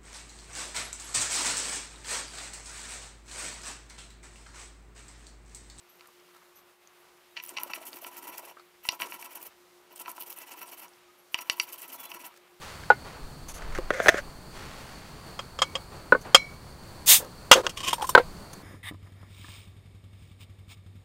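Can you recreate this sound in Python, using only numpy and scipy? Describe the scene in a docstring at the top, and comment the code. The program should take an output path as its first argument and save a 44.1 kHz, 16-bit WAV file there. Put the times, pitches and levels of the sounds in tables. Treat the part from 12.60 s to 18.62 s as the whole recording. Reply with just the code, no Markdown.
"""Opening a beer bottle at dusk

A full glass bottle knocks and grinds on gritty ground. The back of a knife clinks on the cap,
gas hisses out, and the cap snaps loose, scrapes and rocks on the rim. Behind it are wool sleeves,
grass, a breeze and the draught of a small wood stove. The loudest blows crackle briefly."""
import sys
import numpy as np
from scipy import signal
from scipy.fft import rfft, irfft
from scipy.io import wavfile
from scipy.ndimage import uniform_filter1d

SR = 44100
rng = np.random.default_rng(int(sys.argv[2]) if len(sys.argv) > 2 else 0)


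def generate_wav(signal):
    """Clip the signal to [-1, 1] and save it as 16-bit WAV at the path in sys.argv[1]."""
    frames = np.transpose(np.atleast_2d(signal))
    scaled = np.clip(frames, -1, 1) * 32767
    pcm = np.round(scaled).astype(np.int16)
    wavfile.write(sys.argv[1], SR, pcm)


N = 265658

# A mode is one ringing tone, and t60 is the time it takes to fade by 60 dB.
# A tilt, in dB per octave, makes a sound brighter (above 0) or duller (below 0).

# taps of the blade as it is set under the cap: t/s, level/dB
CLINKS = [(2.791, -23.5), (2.9887, -22), (3.0185, -8.5), (3.1530, -18), (3.7460, 3)]
# spectrum of hard blows on the cap: f/Hz, level/dB
CLATTER = [(80, -13), (300, -21), (520, 7.5), (750, 2.5), (1200, 12.5), (2000, -3), (3200, 6.5), (4100, -6),
           (5200, -2.5), (8000, -11), (11000, -21.5), (15500, -28)]
# spectrum of the cap rubbing on glass: f/Hz, level/dB
CAP = [(60, -43), (300, -3.5), (1050, -8.5), (1500, -4.5), (2200, -2.5), (3050, 8.5), (4200, -7.5),
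       (5400, -3), (7200, -5.5), (8900, -9), (10500, -16), (12200, -16), (15500, -27.5)]
# spectrum of air rushing in the neck: f/Hz, level/dB
NECK = [(100, -22), (330, -3), (500, 7), (700, -6), (1050, -3.5), (1550, -8.5), (2300, -19.5),
        (4000, -19.5), (8000, -27), (15000, -37)]
# spectrum of grit under the bottle: f/Hz, level/dB
GRIT = [(100, -23.5), (280, -2.5), (600, 2.5), (950, -6.5), (1500, 4.5), (2000, 3), (2700, -10.5),
        (4500, -20), (6300, -17.5), (9000, -29), (15500, -41)]


def snaps():
    """The cap lets go and strikes the lip of the bottle a few times."""
    # blows of the cap: t/s, level/dB, tilt/(dB per octave), ring time factor
    hits = [(4.9131, -5.5, -3, 0.61), (4.9146, 7, 1.5, 0.45), (4.927, -4.5, 2.5, 0.98),
            (4.937, -12, 8, 0.38), (5.0660, -13, 0.5, 0.27), (5.094, -30.5, 6, 0.78)]
    # modes of the freed cap over the open neck: f/Hz, level/dB, t60/s
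    modes = [(520, -10, .08), (990, -10, .06), (1470, -9, .05), (2005, -15, .075), (2480, -13, .04),
             (2800, -8, .075), (3030, -11, .05), (3290, -9, .085), (4960, -18, .06), (6400, -15, .06),
             (8330, -23, .06)]
    out = np.zeros(N)
    for s, db, tilt_db, hold in hits:
        add(out, s, blow(modes, CLATTER, db, tilt_db,
                         clatter_db=-2.5, clatter_t60=0.08, rise_s=0.00026, hold=hold))
    return out


def gas(start_s=4.4603, rise_s=0.051, fall_s=0.088, peak_db=-10, roar_hz=4500):
    """The seal cracks and a jet of gas swells, then runs out; its roar fades before its hiss."""
    # spectrum of the swirling jet: f/Hz, level/dB
    spectrum = [(150, -33), (400, -23.5), (800, -11.5), (1400, -14), (2000, -7), (3600, -2), (4150, -6),
                (5000, -3), (5600, -6), (7000, 0), (9000, -3.5), (10600, -5.5), (12800, -7), (14300, -5),
                (15600, -4.5)]
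    # faint whistles from the crimps, the folds in the cap's edge: f/Hz, width/Hz, level/dB
    tones = [(3580, 350, -16), (6380, 130, -15.5), (8220, 72, -19), (8940, 200, -12), (11960, 70, -15),
             (13100, 360, -10.5)]
    t = np.arange(N) / SR - start_s
    sealed = np.clip(1 - t / rise_s, 0, 1)
    emptying = np.maximum(t - rise_s, 0) / fall_s
    flow = (t > 0) * gain_of(-25 * sealed ** 2.75 - 25 * emptying ** 2.23)
    hiss = coloured(noise(N), spectrum)
    whistles = sum(gain_of(db) * resonate(noise(N), hz, width) for hz, width, db in tones)
    jet = evened(hiss + whistles)
    roar = signal.sosfiltfilt(signal.butter(2, roar_hz, fs=SR, output="sos"), jet)
    return gain_of(peak_db) * flow * (jet - roar + roar * flow ** 0.24)


def neck():
    """Gas wells up in the hollow of the neck."""
    # puffs after the hiss and after the snap: t/s, length/s, level/dB
    puffs = [(4.585, .12, -39), (4.947, 0.071, -20), (5.03, 0.078, -33)]
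    return strokes(puffs, rising=0.2, fade_db=16.5) * coloured(noise(N), NECK)


def blade_clinks(tilt_db=1.5, tilt_per_db=0.1423, soft_hz=12500):
    """The firmer a tap of the blade, the brighter; the highest treble of the clinks is softened."""
    # fast-dying modes of blade, cap and neck pressed together: f/Hz, level/dB, t60/s
    modes = [(540, -12, .055), (1140, -8, .045), (1290, -14, .045), (2060, -18, .06), (2600, -19, .045),
             (3130, -11, .05), (3250, -5, .048), (5020, -16, .055), (5460, -18, .045), (6740, -18, .06),
             (7550, -24, .065), (8340, -26, .06), (8737, -28, .055)]
    out = np.zeros(N)
    for s, db in CLINKS:
        hardness = tilt_db + tilt_per_db * db
        add(out, s, blow(modes, CLATTER, db, hardness,
                         clatter_db=-5.5, clatter_t60=0.054, rise_s=0.00053))
    return signal.sosfilt(signal.butter(2, soft_hz, fs=SR, output="sos"), out)


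def glass_wall(growth=1.34, ring_db=1.0):
    """Only a firm blow of the blade gets through the grip to ring the glass clearly."""
    # modes of the wall, whose close pairs make the ring flutter: f/Hz, level/dB, t60/s
    modes = [(2229, -26, .31), (2272, -34, .4), (4016, -42, .25), (4091, -36, .22), (5545, -48, .28),
             (6002, -38, .16)]
    out, tone = np.zeros(N), ring(modes, np.arange(SR // 2) / SR)
    for s, db in CLINKS:
        add(out, s, gain_of(ring_db + growth * db) * tone)
    return out


def knocks(rise_s=0.00055, thud_db=-14, thud_t60=0.086, contact_t60=0.05):
    """Soft blows ring the low modes of the full bottle and a tone of the spot that is struck."""
    # dull knocks: t/s, peak level/dB, pitch factor, contact f/Hz, contact level/dB,
    # tilt/(dB per octave), ring time factor
    hits = [(0.3020, 1, 0.97, 828, 3, 1.5, 1.11), (3.523, 0.4, 0.98, 992, -7, -0.2, 0.72),
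            (3.549, -11, 1.0, 1113, -1, -3.5, 0.95), (5.5502, 6.5, 1.01, 982, -0.5, 1, 0.89),
            (5.5771, 1.5, 0.894, 484, -4, 2.5, .5), (5.5983, -14, 1.03, 500, 16, -0.5, 1.0)]
    # modes of the bottle held in the hand: f/Hz, level/dB, t60/s
    modes = [(421, -13, 0.087), (499.4, -3, 0.043), (612.4, -8.5, 0.046), (1300, -10, 0.043),
             (1410, -6, 0.01), (1514.5, 3.5, 0.057), (1812, -21.5, 0.074), (2170, -33.5, 0.18),
             (2560, -21.5, 0.015), (4180, -24, 0.02)]
    # spectrum of the thud: f/Hz, level/dB
    spectrum = [(100, -35), (250, 11), (450, 2.5), (1000, 10), (1550, -26), (1900, -4), (3000, -17.5),
                (4200, -21), (5500, -38), (15000, -52)]
    out, t = np.zeros(N), np.arange(SR // 3) / SR
    for s, db, pitch, contact_hz, contact_db, tilt_db, hold in hits:
        body = ring(modes, t, pitch, hold, tilt_db)
        contact = ring([(contact_hz, contact_db, contact_t60)], t)
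        thud = gain_of(thud_db) * burst(spectrum, t, thud_t60, 2 * tilt_db)
        knock = (body + contact + thud) * (1 - np.exp(-t / rise_s))
        add(out, s, gain_of(db) * knock / abs(knock).max())
    return out


def bumps(tilt_db=2.0, tilt_per_db=0.267, crack_db=-3, crack_t60=0.0067):
    """Grit cracks as the base lands, then the base rings; the harder it lands, the brighter."""
    # landings on the ground: t/s, level/dB, pitch factor
    landings = [(1.1863, -26, .85), (1.3051, -13.5, 0.98), (1.401, -17.5, 1.045), (1.4600, -17, 1.03),
                (1.4700, -16.5, 1.25), (1.4835, -0.5, 1.0), (1.4903, -2.5, 1.046), (1.5430, -20, 1.0)]
    # modes of the base, before pitch and hold scale them: f/Hz, level/dB, t60/s
    modes = [(436, -9, 0.042), (613, -5, 0.044), (1370, 2, 0.01), (1770, -4.5, 0.0033), (3340, -12.5, 0.02),
             (6120, -25, 0.033)]
    out, t = np.zeros(N), np.arange(SR // 20) / SR
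    for s, db, pitch in landings:
        hardness = tilt_db + tilt_per_db * db
        add(out, s, gain_of(db + crack_db) * burst(GRIT, t, crack_t60, hardness))
        add(out, s, blow(modes, GRIT, db, hardness,
                         clatter_db=-4.5, clatter_t60=0.03, rise_s=0.00051, pitch=pitch, hold=0.93))
    return out


def rocking(t60=0.043, rise_s=0.00062, air_db=-9, air_t60=0.035):
    """Each tip of the loose cap rings the hollow under it and pushes a little air through the neck."""
    # the cap rocks on the mouth of the bottle: t/s, level/dB, f/Hz
    rocks = [(5.3303, -13.5, 960), (5.3820, -27, 940), (5.3962, -27, 870), (5.4105, -23, 945),
             (5.4248, -15.5, 835), (5.4426, -19.5, 1030), (5.4915, -16, 1014)]
    out, t = np.zeros(N), np.arange(SR // 10) / SR
    for s, db, hz in rocks:
        tone = ring([(hz, db, t60)], t)
        puff = gain_of(db + air_db) * burst(NECK, t, air_t60, tilt_db=2)
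        add(out, s, (tone + puff) * (1 - np.exp(-t / rise_s)))
    return out


def catches(rise_s=0.0048, rasp_t60=0.055, crimp_db=-8, crimp_t60=0.1):
    """A crimp jumps over the lip: a short rasp, and the edge rings on."""
    # jumps of the crimps: t/s, level/dB, tilt/(dB per octave)
    jumps = [(5.328, -19.5, 1.5), (5.418, -28, 0), (5.445, -39, 9), (5.468, -32, 11), (5.490, -21, 12.5)]
    out, t = np.zeros(N), np.arange(SR // 5) / SR
    for s, db, tilt_db in jumps:
        ringing = gain_of(crimp_db - 60 * t / crimp_t60) * crimps(noise(len(t)))
        rasp = burst(CAP, t, rasp_t60, tilt_db)
        add(out, s, gain_of(db) * np.minimum(t / rise_s, 1) * (rasp + ringing))
    return out


def scrapes(rim_hz=1080, rim_width_hz=170, rim_db=-8, crimp_db=-19, uneven_db=2.5):
    """The edge of the cap sticks and slips on the glass and sounds the hollow under it."""
    # slides over the rim: t/s, length/s, level/dB, tilt/(dB per octave)
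    slides = [(5.161, 0.054, -36, 0), (5.199, 0.027, -34, -1), (5.228, 0.049, -29, -0.5),
              (5.262, .068, -24, 0)]
    out = np.zeros(N)
    for s, length, db, tilt_db in slides:
        shape = stroke(length, rising=0.29, fade_db=18.5)
        pressure = gain_of(uneven_db * evened(uniform_filter1d(noise(len(shape)), size=180)))
        slips = pressure * grains(len(shape), per_s=7000, spread_db=2)
        rub = coloured(slips, CAP, tilt_db) + gain_of(crimp_db) * crimps(slips)
        rim = gain_of(rim_db) * hollow(slips, rim_hz, rim_width_hz)
        add(out, s, gain_of(db) * shape * evened(rub + rim))
    return out


def crimps(slips):
    """The toothed edge of the cap rings as it slips."""
    # tones of the crimps: f/Hz, width/Hz, level/dB
    teeth = [(3660, 90, -18), (5500, 47, -19), (6200, 40, -23), (7500, 60, -22), (8940, 78, -9),
             (12040, 150, -17), (13200, 110, -18)]
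    return evened(sum(gain_of(db) * resonate(slips, hz, width) for hz, width, db in teeth))


def grinding(level_db=-34.5, edge_s=0.017, gap_db=-1, gap_width_hz=100):
    """Fine grit slips under the twisted base and sounds the gap beneath it; scuffs are brighter."""
    # pitch of the gap as it closes and opens again: t/s, f/Hz
    gap_pitch = [(1.318, 450), (1.48, 716), (1.608, 558)]
    # short scuffs on the grit: t/s, length/s, level/dB
    scuffs = [(.235, 0.0057, -38.5), (1.021, 0.0089, -38), (1.124, 0.0069, -41), (1.147, 0.03, -34.5),
              (1.177, 0.0076, -34), (1.337, 0.019, -43.5), (1.569, 0.044, -33)]
    t = np.arange(N) / SR
    s, hz = np.transpose(gap_pitch)
    slips = grains(N, per_s=7000, spread_db=2)
    gap = gain_of(gap_db) * hollow(slips, np.interp(t, s, hz), gap_width_hz)
    twist = np.clip(np.minimum(t - s[0], s[-1] - t) / edge_s, 0, 1)
    grind = gain_of(level_db) * twist * evened(coloured(slips, GRIT, tilt_db=2) + gap)
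    return grind + strokes(scuffs, rising=0.12, fade_db=17.5) * coloured(slips, GRIT, tilt_db=3)


def sleeves():
    """Fibres of wool catch and let go as the sleeves brush past."""
    # arm movements: t/s, length/s, level/dB, tilt/(dB per octave)
    rustles = [(0.0, .41, -43.5, 2.5), (0.441, 0.24, -44, -0.5), (0.927, 0.79, -45.5, -1),
               (1.909, 1, -46, 2), (3.312, 0.21, -47, -2.5), (3.645, 0.11, -40.5, -3)]
    # spectrum of rubbed wool: f/Hz, level/dB
    wool = [(100, -31), (400, 2), (1200, 2), (2500, -5.5), (7000, -17.5), (11000, -26), (15500, -32)]
    out = np.zeros(N)
    for s, length, db, tilt_db in rustles:
        shape = stroke(length, rising=0.057, fade_db=14)
        fibres = grains(len(shape), per_s=7500, spread_db=1.5)
        add(out, s, gain_of(db) * shape * coloured(fibres, wool, tilt_db))
    return out


def grass():
    """Grass swishes thinly on the glass as the bottle slides through it."""
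    # swishes: t/s, length/s, level/dB
    swishes = [(0.88, 0.044, -41), (0.936, 0.052, -44.5), (1.42, 0.084, -41), (3.607, .025, -50.5),
               (4.647, .005, -46), (5.93, 0.014, -41.5)]
    # spectrum of grass on glass: f/Hz, level/dB
    spectrum = [(1000, -9), (5200, -15), (6300, -3), (7800, -14.5), (9500, -10.5), (11500, -12.5),
                (13000, -16), (15500, -25)]
    return strokes(swishes, rising=0.18, fade_db=7.5) * coloured(noise(N), spectrum)


def outdoors(air_db=-46, waver_db=0.9, breeze_db=-56.5):
    """Steady air wavers a little, and a light breeze rumbles on the microphone."""
    # spectrum of still evening air and the draught of the stove: f/Hz, level/dB
    spectrum = [(20, -14.5), (60, 1), (105, -2), (155, -1), (240, -8), (520, -12), (1100, -13), (2000, -22),
                (3300, -26.5), (3950, -25.5), (4450, -14), (5100, -28.5), (8700, -27.5), (9300, -26),
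                (10000, -32.5), (15500, -33.5)]
    # gusts on the microphone: t/s, length/s, level/dB
    gusts = [(.605, 0.11, -33.5), (.76, 0.26, -40), (1.0, 0.35, -30.5), (1.45, 1, -50), (5.6, 0.26, -48)]
    drift = coloured(noise(N), [(2, 0), (8, -6), (30, -60)])
    air = gain_of(air_db + waver_db * drift) * coloured(noise(N), spectrum)
    force = gain_of(breeze_db) + strokes(gusts, rising=0.16, fade_db=18.5)
    rumble = coloured(noise(N), [(8, -2), (22, 4), (50, -4.5), (100, -46), (400, -55.5), (4000, -110)])
    return air + force * rumble


def surroundings(x, ground_s=0.0056, ground_db=-12, scatter_db=-27, scatter_t60=0.23):
    """Adds one bounce off the ground and a short, weak scatter from the things around."""
    t = np.arange(SR // 3) / SR
    scatter = burst([(200, -12.5), (3000, -8.5), (15000, 3.5)], t, scatter_t60) * (t > ground_s)
    tail = signal.fftconvolve(x, scatter / np.linalg.norm(scatter))[:N]
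    echo = np.interp(np.arange(N) - ground_s * SR, np.arange(N), x, left=0)
    return x + gain_of(ground_db) * echo + gain_of(scatter_db) * tail


def blow(modes, spectrum, db, tilt_db, clatter_db, clatter_t60, rise_s, pitch=1, hold=1):
    """One hard contact rings its modes under a short clatter."""
    t = np.arange(SR // 5) / SR
    tones = ring(modes, t, pitch, hold, tilt_db)
    clatter = gain_of(clatter_db) * burst(spectrum, t, clatter_t60 * hold, tilt_db)
    return gain_of(db) * (tones + clatter) * (1 - np.exp(-t / rise_s))


def ring(modes, t, pitch=1, hold=1, tilt_db=0):
    """Modes set going by one blow; pitch scales their frequencies and hold their ring times."""
    out = np.zeros(len(t))
    for k, (hz, db, t60) in enumerate(modes):
        fade = gain_of(db + tilt_db * np.log2(hz / 2500) - 60 * t / (t60 * hold))
        out += (-1) ** k * fade * np.sin(2 * np.pi * hz * pitch * t)
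    return out


def burst(spectrum, t, t60, tilt_db=0):
    """The many short modes of a blow blur into fading noise."""
    return coloured(noise(len(t)), spectrum, tilt_db) * gain_of(-60 * t / t60)


def stroke(length, rising, fade_db):
    """Loudness of one movement: it swells for the share `rising` of its length, then dies away."""
    progress = np.linspace(0, 1, int(length * SR))
    fading = np.maximum(progress - rising, 0) / (1 - rising)
    return np.minimum(progress / rising, 1) * gain_of(-fade_db * fading ** 1.29)


def strokes(rows, rising, fade_db):
    """Loudness over the whole scene, with one stroke for each row."""
    out = np.zeros(N)
    for s, length, db in rows:
        add(out, s, gain_of(db) * stroke(length, rising, fade_db))
    return out


def grains(size, per_s, spread_db):
    """Tiny slips of uneven strength at random moments."""
    strength = gain_of(spread_db * np.minimum(rng.exponential(1, size), 4))
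    return evened(strength * noise(size) * (rng.random(size) < per_s / SR))


def hollow(x, hz, width):
    """Air in a hollow picks out one pitch and strongly shuts out the rest."""
    return resonate(resonate(x, hz, width), hz, width)


def resonate(x, hz, width):
    """Makes x ring around one steady or gliding pitch."""
    turn = np.exp(2j * np.pi * np.cumsum(hz * np.ones(len(x))) / SR)
    decay = np.exp(-np.pi * width / SR)
    return evened((turn * signal.lfilter([1 - decay], [1, -decay], x / turn)).real)


def coloured(x, spectrum, tilt_db=0):
    """Shapes the lows and highs of x by rows of f/Hz, level/dB and a tilt."""
    octave = np.log2(np.fft.rfftfreq(len(x), 1 / SR) + 1)
    hz, db = np.transpose(spectrum)
    gain = gain_of(np.interp(octave, np.log2(hz), db) + tilt_db * octave)
    return evened(irfft(rfft(x) * gain, len(x)))


def noise(size):
    """A plain, even hiss."""
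    return rng.standard_normal(size)


def gain_of(db):
    """Turns decibels into a factor."""
    return 10 ** (np.asarray(db) / 20)


def evened(x):
    """Scales x to an average power of 1."""
    return x / np.sqrt(np.mean(x ** 2) + 1e-20)


def add(mix, s, sound):
    """Mixes a sound in, starting at s seconds."""
    part = mix[max(round(s * SR), 0):][:len(sound)]
    part += sound[:len(part)]


def scene():
    """All the handling of the bottle, heard from close by in the open air."""
    handling = knocks() + bumps() + grinding()
    opening = blade_clinks() + glass_wall() + gas() + neck() + snaps()
    loose_cap = scrapes() + catches() + rocking()
    return (surroundings(handling + opening + loose_cap) + sleeves() + grass() + outdoors())[None]


def record(dry):
    """The loudest peaks are cut flat at full scale; then the very top treble is removed."""
    clipped = np.clip(dry, -1, 1)
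    low_pass = signal.firwin(511, cutoff=15850, window=("kaiser", 9), fs=SR)
    return signal.oaconvolve(clipped, low_pass[None], "same")


dry = scene()
out = record(dry)
generate_wav(out)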